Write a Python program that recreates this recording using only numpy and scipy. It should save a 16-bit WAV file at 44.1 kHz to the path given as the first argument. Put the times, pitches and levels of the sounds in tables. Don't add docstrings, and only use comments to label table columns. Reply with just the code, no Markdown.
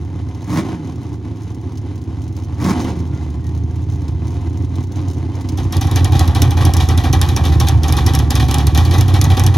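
import sys
import numpy as np
from scipy import signal
from scipy.fft import rfft, irfft, next_fast_len
from scipy.io import wavfile
from scipy.ndimage import uniform_filter1d

SR = 44100
rng = np.random.default_rng(int(sys.argv[2]) if len(sys.argv) > 2 else 0)


def store_pcm(level_fs):
    pcm = np.round(np.clip(level_fs, -1, 1) * 32767).astype(np.int16)
    wavfile.write(sys.argv[1], SR, np.atleast_2d(pcm).T)


N = 422037
TIME = np.arange(N) / SR
BUILD_S = (3.7, 5.64)

# (frequency [Hz], gain [dB])
BOOM = [(25, -58.5), (45, -39), (60, 3), (74, 3), (88, 2.5), (112, 3.5), (145, -3), (185, -20),
        (230, -62.5), (400, -63)]
BARK = [(150, -52), (210, -11), (250, 2.5), (305, 2.5), (355, -4.5), (420, -13.5), (510, -45), (800, -35),
        (2000, -83)]
# (centre [Hz], width [Hz], gain [dB])
HEADER_RINGS = [(526, 35, 6), (721, 59, 8), (845, 31, 6), (927, 40, 6.5), (1033, 39, 5.5), (1310, 74, -3),
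                (2056, 88, 7.5), (3070, 58, 6.5), (3970, 100, 2), (6200, 790, 5)]
MOUTH_RINGS = [(635, 30, -13), (773, 85, 12.5), (823, 98, 2.5), (1120, 67, 5.5), (1450, 120, -10),
               (1910, 99, 10.5), (2100, 140, -18), (2393, 160, 9.5), (5880, 420, 7.5)]
# (time [s], crack [dB], rasp [dB], roar [dB], cavity tone [Hz])
POPS = [(5.5741, -30, -33.5, -34.0, 5700), (5.7243, -21, -28, -27, 5540), (5.768, -21, -38, -36, 3690),
        (5.8122, -20.0, -24.5, -26.5, 6060), (5.8701, -27.5, -35, -27, 6106), (5.914, -23, -32, -28, 3800),
        (5.9593, -17.5, -22.5, -21.5, 6150), (6.0458, -16.5, -28, -24.5, 3226),
        (6.1212, -21.5, -27.5, -23, 3927), (6.151, -37, -24.5, -34, 3430), (6.194, -20.0, -22, -18.5, 4300),
        (6.2767, -21.5, -31, -24.5, 3766), (6.35, -23, -22.5, -22, 3850), (6.4199, -10.5, -23, -20, 5660),
        (6.5077, -20, -30.5, -28, 3420), (6.569, -37, -25.0, -21, 6050), (6.6082, -39, -23.5, -20.5, 3193),
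        (6.6524, -19, -24.0, -19.5, 5820), (6.737, -18, -30, -22.5, 5670), (6.768, -18, -28.5, -32, 5700),
        (6.7994, -42, -20.5, -25.5, 3340), (6.8877, -19.5, -24, -20, 5705),
        (6.976, -19, -24.5, -26.5, 3760), (7.0378, -38, -23.5, -20.5, 3100),
        (7.1297, -12, -23.5, -20.5, 6000), (7.215, -16.5, -22.5, -23, 3715),
        (7.2883, -19.5, -25.5, -26, 3914), (7.3636, -16.5, -26, -20.5, 5737), (7.4386, -27, -28, -25, 3074),
        (7.453, -20, -23.5, -31, 3690), (7.5198, -47, -27, -24.5, 3814), (7.601, -14, -22, -20.5, 5763),
        (7.6702, -23, -23.5, -44, 3817), (7.6844, -13, -30, -24, 6130), (7.834, -21.5, -26.5, -23, 3316),
        (7.8824, -18.5, -26, -22.5, 6290), (7.9238, -16, -28, -24.5, 3710),
        (7.9688, -25.5, -22, -19.5, 3470), (8.0646, -15, -21.5, -20, 5710),
        (8.1359, -24, -25.5, -22.0, 3030), (8.15, -13.5, -34, -45, 5540), (8.19, -17.5, -29, -24.5, 3370),
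        (8.3045, -14, -24.0, -24, 4965), (8.3543, -19, -22.5, -28, 5180), (8.398, -32, -21.5, -24, 4130),
        (8.484, -26, -26.5, -22.5, 3710), (8.5118, -17, -28, -29, 3080), (8.5419, -16, -25, -23.5, 3095),
        (8.5837, -23, -25, -25, 3840), (8.669, -19, -28.5, -26.5, 4180), (8.749, -19, -23, -22, 3468),
        (8.776, -16, -20.5, -21.5, 3175), (8.8508, -20.5, -26, -27, 4430),
        (8.9112, -22.5, -24.5, -23, 4240), (8.9392, -21, -24, -21.5, 3940), (8.983, -17, -27, -23.5, 6100),
        (9.0094, -15.5, -29, -32.5, 3162), (9.0813, -27.5, -26.5, -24.5, 3120),
        (9.1393, -21.5, -22.5, -21, 4120), (9.214, -13.5, -27.5, -25, 3490),
        (9.242, -14.5, -29, -24.5, 6540), (9.3008, -36, -22.5, -20.5, 3023),
        (9.37, -24.5, -23, -21.5, 3710), (9.3961, -17.5, -29, -25, 3660), (9.438, -21, -33, -25, 6120),
        (9.4649, -14.5, -27.5, -25.5, 3070), (9.5408, -35.5, -25.5, -26, 3178)]


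def undb(db):
    return np.exp(np.asarray(db) * np.log(10) / 20)


def curve(rows):
    times, *columns = np.transpose(rows)
    return [np.interp(TIME, times, column) for column in columns]


def ramp(start_s, length_s):
    return np.clip((TIME - start_s) / length_s, 0, 1)


def wander(rate_hz):
    return np.interp(TIME * rate_hz, np.arange(256), rng.standard_normal(256))


def ragged(rough_db, size=90):
    x = rng.standard_normal(N)
    x *= undb(rough_db * np.repeat(rng.uniform(-1.36, 1.35, N // size + 1), size)[:N])
    return x / x.std()


def strikes(times, sizes):
    return np.bincount(np.maximum(times * SR, 0).astype(int), sizes, N)[:N]


def fade(x, decay_s):
    return signal.lfilter([1], [1, -np.exp(-1 / (decay_s * SR))], x + 1e-18)


def steady(x, window_s):
    size = int(window_s * SR)
    return x / np.sqrt(np.abs(uniform_filter1d(uniform_filter1d(x ** 2, size), size)) + 1e-12)


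def colour(x, spectrum, rings=(), size=8192):
    f = np.maximum(np.arange(size // 2 + 1) * SR / size, 1)
    hz, db = np.transpose(spectrum)
    rings_db = sum(peak / (1 + (2 * (f - centre) / width) ** 2) for centre, width, peak in rings)
    cepstrum = irfft(np.log(undb(np.interp(np.log(f), np.log(hz), db) + rings_db)))
    response = irfft(np.exp(rfft(2 * cepstrum[:size // 2], size)))
    return signal.oaconvolve(x, response / np.linalg.norm(response))[:N]


def firings(hz, load, jitter_s, scatter_db, pair_lag_s=0):
    # (strength [dB], lag down the pipe [s])
    cylinders = np.array([(1, 0), (-2.5, .001), (0, .0007), (-1, 0), (-3.5, .0012), (1, 0), (-1.5, .0004),
                 (-1, .0009)])
    count = np.cumsum(hz) / SR
    index = np.arange(int(count[-1]))
    times = np.interp(index, count, TIME)
    lope = np.interp(times, TIME, 1 - .15 * load)
    slowness = np.minimum(90 / np.interp(times, TIME, hz), 1)
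    strength_db, lag = cylinders[index % len(cylinders)].T
    lag = lag + pair_lag_s * (index // 2 % 2)
    late, strong = np.clip(rng.standard_normal((len(index), 2)).T, -2, 1.5)
    sizes = undb(lope * (strength_db + scatter_db * strong))
    return times + lope * slowness * (lag + jitter_s * late), sizes


def idling_engine(hunt_share=.016, misfire_db=-18, width_s=.012, lead_s=.014):
    # (time [s], firing rate [Hz])
    speed = [(2.9, 83.54), (3.35, 76.56), (3.42, 80.9), (3.88, 83.23), (4.18, 78.3), (5.03, 94.2),
             (5.18, 80.6), (5.3, 91.75), (7.19, 84.16), (8.47, 72.6), (8.73, 74.18), (8.81, 85.4),
             (8.98, 93.4), (9.57, 94.4)]
    # misfires, where the throb drops out (time [s])
    dropouts = [.105, .411, 1.363, 1.606, 2.464, 3.169, 5.442, 5.706, 5.816, 5.9, 6.084, 6.332, 6.522, 6.72,
                6.87, 7.019, 7.267, 7.392, 8.095, 8.326, 8.713, 9.369]
    hz = curve(speed)[0] * (1 + hunt_share * wander(rate_hz=11))
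    times, sizes = firings(hz, np.zeros(N), jitter_s=.00093, scatter_db=4)
    misfire = np.exp(-((times[:, None] + lead_s - np.array(dropouts)) / width_s) ** 2).max(axis=1)
    return times, sizes * undb(misfire_db * misfire)


def pipes(pulses, boom_shape, bark_shape, boom_db, bark_db, window_s, top_hz=2500):
    boom = steady(colour(pulses, boom_shape), window_s) * undb(boom_db)
    bark = steady(colour(pulses, bark_shape), window_s) * undb(bark_db)
    return signal.sosfilt(signal.butter(2, top_hz, fs=SR, output="sos"), boom + bark)


def gas(pulses, load, swell_db, rush=.78, edge=.34, puff_db=2, blast_db=8, surge_db=2.5):
    # (frequency [Hz], gain [dB])
    puff_shape = [(250, 4), (480, 4.5), (640, -0.5), (730, 2.5), (1080, 2), (1480, -5), (1780, -7.5),
                  (2130, -8.5), (2600, -9.5), (4200, -12.5), (6300, -18), (9500, -21), (13500, -34.5),
                  (15500, -34)]
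    blast_shape = [(250, 3), (480, 6.5), (740, 5.5), (1080, 8.5), (1480, 0), (1780, -1.5), (2130, 1),
                   (2600, -9.5), (4200, -9.5), (6500, -11), (10000, -15), (13500, -34), (15500, -48)]
    throb = steady(fade(pulses, decay_s=.0073), .17)
    flow = steady((throb + rush) * ragged(2.35), .48)
    fronts = steady(fade(np.diff(pulses, prepend=0), decay_s=.00094), .16)
    puffs = undb(puff_db) * steady(colour(flow, puff_shape, HEADER_RINGS), .13)
    blast = undb(blast_db) * steady(colour(flow + edge * fronts, blast_shape), .12)
    surge = undb(surge_db * np.minimum(wander(rate_hz=20), 1))
    level_db = -45.5 + np.interp(TIME, BUILD_S, [0, 7]) + swell_db
    return undb(level_db) * ((1 - load) * surge * puffs + load * blast)


def spits(times, overrun_db, base_db=-46.5, scatter_db=5, growth_db=4):
    # (time [s], relative level [dB])
    ticks = [(1.5455, -36), (1.773, -33.5), (1.9563, -37), (2.3651, -32.5), (2.642, -22), (2.696, -24),
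             (2.802, -26), (4.0812, -32), (4.5727, -35), (4.756, -32), (4.92, -33), (5.083, -30),
             (5.411, -29.5), (5.4887, -25)]
    # (frequency [Hz], gain [dB])
    spit_shape = [(1000, -17), (4000, -5), (6300, -4), (9500, -9), (12500, -16), (15500, -14)]
    chance, strength = rng.random((len(times), 2)).T
    level_db = base_db + scatter_db * (2 * strength - 1) + np.interp(times, BUILD_S, [0, growth_db])
    level_db += np.interp(times, TIME, overrun_db)
    tick_times, tick_db = np.transpose(ticks)
    hits = strikes(times, (chance < 1 / 4) * undb(level_db)) + strikes(tick_times, undb(tick_db - 6))
    return colour(fade(hits, decay_s=.0071) * rng.standard_normal(N), spit_shape, HEADER_RINGS)


def blips(idle_hz=100.8, open_s=.052, close_s=.036, fill_s=.15, run_on_s=.03):
    # (start [s], held [s], top firing rate [Hz], coasting time constant [s],
    # swell at full load [dB], overrun rasp [dB], its peak after the throttle shuts [s])
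    throttle_blips = [(.45, .15, 235, .2, 13, 5, 0.1), (2.565, .15, 260.2, .28, 15.5, 9.5, .105)]
    hz, load, swell_db, overrun_db = idle_hz, 0, 0, 0
    for start, held, top_hz, coast_s, top_db, rasp_db, overrun_s in throttle_blips:
        coasting = np.maximum(TIME - start - held, 0)
        climb = ramp(start, held + run_on_s) ** 1.7
        speed = climb * np.exp(-np.maximum(coasting - run_on_s, 0) / coast_s)
        throttle = ramp(start, open_s) - ramp(start + held, close_s)
        push = throttle * np.sin(np.pi / 2 * ramp(start, fill_s)) ** 1.03
        overrun = coasting / overrun_s
        hz += (top_hz - idle_hz) * speed
        load += throttle
        swell_db += top_db * np.maximum(.67 * speed, push)
        overrun_db += rasp_db * overrun * np.exp((1 - overrun ** 2) / 2)
    return hz, np.clip(load, 0, 1), swell_db, overrun_db


def growl(pulses, load, swell_db, base_db=-29):
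    # (frequency [Hz], gain [dB])
    collectors = [(90, -40), (150, -0.5), (195, 11.5), (240, 8), (330, 6.5), (480, -36.5)]
    return load * undb(base_db + swell_db) * steady(colour(pulses, collectors), .028)


def squeals(waver=.0031):
    # (start [s], length [s], pitch [Hz], glide [Hz], level [dB])
    tones = [(3.072, 0.16, 1420, -35, -50), (3.412, .11, 1920, -59, -50)]
    out = 0
    for start, length, hz, glide_hz, db in tones:
        along = ramp(start, length)
        pitch = (hz + glide_hz * along) * (1 + waver * wander(rate_hz=25))
        out += undb(db) * np.sin(np.pi * along) * np.sin(2 * np.pi * np.cumsum(pitch) / SR)
    return out


def flare(levels_db, attack_s, decay_s):
    times = np.transpose(POPS)[0] - .0005
    power = fade(fade(strikes(times, undb(levels_db) ** 2), attack_s), decay_s)
    unit_peak = fade(fade(signal.unit_impulse(SR // 10), attack_s), decay_s).max()
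    return np.sqrt(power / unit_peak)


def drift(x, depth_s=.0009, rate_hz=16):
    return np.interp(TIME + depth_s * wander(rate_hz), TIME, x)


def cracks(sputter_lead_s=.002, slap_delay_s=.01):
    # (frequency [Hz], gain [dB])
    crack_shape = [(500, -19), (1500, -4), (3000, -5), (5700, 4), (7500, -0.5), (9500, 1), (12000, 0),
                   (14000, -4), (15500, -14)]
    rasp_shape = [(200, -8.5), (1500, -1), (2600, -6), (3300, 3.5), (5800, -10), (7000, -11.5),
                  (12000, -12.5), (15000, -21)]
    _, crack_db, rasp_db, _, _ = np.transpose(POPS)
    burst = flare(crack_db, attack_s=.0008, decay_s=.00092)
    rasp = undb(-1) * flare(rasp_db, attack_s=.0023, decay_s=.018)
    sputter = undb(-13) * np.interp(TIME + sputter_lead_s, TIME, burst)
    slap = undb(-9) * np.interp(TIME - slap_delay_s, TIME, burst)
    crack = colour((burst + sputter) * ragged(4.9), crack_shape)
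    tearing = colour(np.hypot(rasp, slap) * ragged(2.45), rasp_shape, MOUTH_RINGS)
    return drift(tearing) + undb(-1) * (crack + cavities())


def cavities(attack_s=.00088, ring_s=.0062, width_hz=280, size=4096):
    out, t = np.zeros(N + size), TIME[:size]
    envelope = (1 - np.exp(-t / attack_s)) * np.exp(-t / ring_s)
    for at, crack_db, rasp_db, _, hz in POPS:
        burst = rng.standard_normal(size) * envelope
        ring = signal.lfilter(*signal.iirpeak(hz, hz / width_hz, fs=SR), burst)
        ring *= np.linalg.norm(envelope) / np.linalg.norm(ring)
        start = int(at * SR)
        out[start:start + size] += undb((crack_db + rasp_db) / 2) * ring
    return out[:N]


def afterburn(pulses, bed_db=-36, rise_s=.36, rush=.64):
    # (frequency [Hz], gain [dB])
    roar_shape = [(25, -3), (50, 15), (130, -7), (210, 8.5), (480, -2), (1050, -2), (1500, -4), (2600, -21),
                  (9000, -47)]
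    _, _, _, roar_db, _ = np.transpose(POPS)
    bed = undb(bed_db) * ramp(BUILD_S[1], rise_s)
    heat = np.hypot(flare(roar_db, attack_s=.011, decay_s=.017), bed)
    throb = steady(fade(pulses, decay_s=.0055), .02)
    flow = steady((throb + rush) * rng.standard_normal(N), .019)
    return drift(colour(heat * flow, roar_shape, MOUTH_RINGS))


def thumps(boom_gain_db=31, bark_gain_db=27):
    times, _, _, roar_db, _ = np.transpose(POPS)
    hits = strikes(times, undb(roar_db))
    return undb(boom_gain_db) * colour(hits, BOOM) + undb(bark_gain_db) * colour(hits, BARK)


def trackside(x, t60_s=.73, treble_t60_s=.089, wet_db=-15, delay_s=.0038, split_hz=2500):
    t = TIME[:SR]
    scatter = rng.standard_normal((2, SR))
    bass_spread = signal.sosfilt(signal.butter(2, 500, fs=SR, output="sos"), scatter[0] - scatter[1])
    scatter += np.array([[-.5], [.5]]) * bass_spread
    dull = signal.sosfilt(signal.butter(1, split_hz, fs=SR, output="sos"), scatter)
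    treble = .5 * (scatter - dull) * undb(-60 * t / treble_t60_s)
    decay = undb(-60 * t / t60_s)
    echoes = (dull * decay + treble) * (t > delay_s) / np.linalg.norm(decay)
    return x + undb(wet_db) * signal.fftconvolve(x[None], echoes, axes=1)[:, :N]


def near_reflections(x, level_db=-10, decay_s=.0089, above_hz=1000, size=1024):
    scatter = rng.standard_normal((2, size)) * np.exp(-TIME[:size] / decay_s)
    scatter = signal.sosfilt(signal.butter(2, above_hz, "high", fs=SR, output="sos"), scatter)
    scatter /= np.linalg.norm(scatter[0])
    return undb(level_db) * signal.oaconvolve(x[None], scatter, axes=1)[:, :N]


def scene():
    # (time [s], boom [dB], bark [dB])
    idle_levels = [(0, -22.5, -40.5), (.85, -32, -32.5), (2.4, -24, -36.5), (3.5, -19, -35),
                   (4.7, -19, -29.5), (5.4, -22, -29.5), (5.95, -10.5, -25.5), (7.8, -10.5, -27.5),
                   (8.4, -11.5, -26), (8.9, -9, -25.5)]
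    # (frequency [Hz], gain [dB])
    rev_boom = [(25, -59.5), (50, -33), (75, -6), (103, 9), (135, -1), (175, -1), (215, -10.5), (260, -17),
                (420, -68.5)]
    rev_bark = [(150, -49.5), (210, -10.5), (250, 1.5), (320, 3), (390, -6.5), (460, -16.5), (560, -25),
                (800, -29.5), (2000, -79.5)]
    idle_times, idle_sizes = idling_engine()
    idler = strikes(idle_times, idle_sizes)
    boom_db, bark_db = curve(idle_levels)
    exhaust = pipes(idler, BOOM, BARK, boom_db, bark_db, window_s=.46)

    rev_hz, load, swell_db, overrun_db = blips()
    revver = strikes(*firings(rev_hz, load, jitter_s=.00087, scatter_db=3.5, pair_lag_s=.0017))
    rev_boom_db = -26.5 + swell_db * (.62 * load - .02 * (1 - load))
    rev_bark_db = -35 + swell_db + .51 * overrun_db
    exhaust += pipes(revver, rev_boom, rev_bark, rev_boom_db, rev_bark_db, window_s=.042)
    exhaust += growl(revver, load, swell_db)

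    rev_share = undb(rev_bark_db - bark_db)
    pulses = (idler + rev_share * revver) / np.hypot(1, rev_share)
    backfire = cracks() + afterburn(pulses) + thumps()
    exhaust += gas(pulses, load, swell_db + overrun_db) + spits(idle_times, .63 * overrun_db) + backfire
    return trackside(exhaust + squeals()) + near_reflections(exhaust)


def record(dry, bass_lean_db=-1.6, treble_lean_db=.54, bass_lead_rad=.18, ceiling=1.15, top_hz=15900):
    # (frequency [Hz], lead [rad])
    port_lead = [(0, 0), (520, 0.41), (1380, 0.35), (1980, 1.2), (2330, 0.86), (2930, -0.26), (6200, 0.65),
                 (6890, 0), (7750, -3), (9390, -4.5), (10900, -6), (12300, -7.5), (14100, -9), (16000, -22)]
    size = next_fast_len(N + SR)
    f = np.arange(size // 2 + 1) * SR / size
    lean_db = np.interp(f, [300, 600], [bass_lean_db, treble_lean_db])
    lead = np.interp(f, *np.transpose(port_lead)) + np.interp(f, [100, 400], [bass_lead_rad, 0])
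    left = undb(lean_db / 2) * np.exp(.5j * lead)
    stereo = irfft(rfft(dry, size) * np.array([left, 1 / left]), size)[:, :N]
    rounded = ceiling * np.tanh(stereo / ceiling)
    return signal.sosfilt(signal.ellip(8, .2, 70, top_hz, fs=SR, output="sos"), rounded)


dry = scene()
out = record(dry)
store_pcm(out)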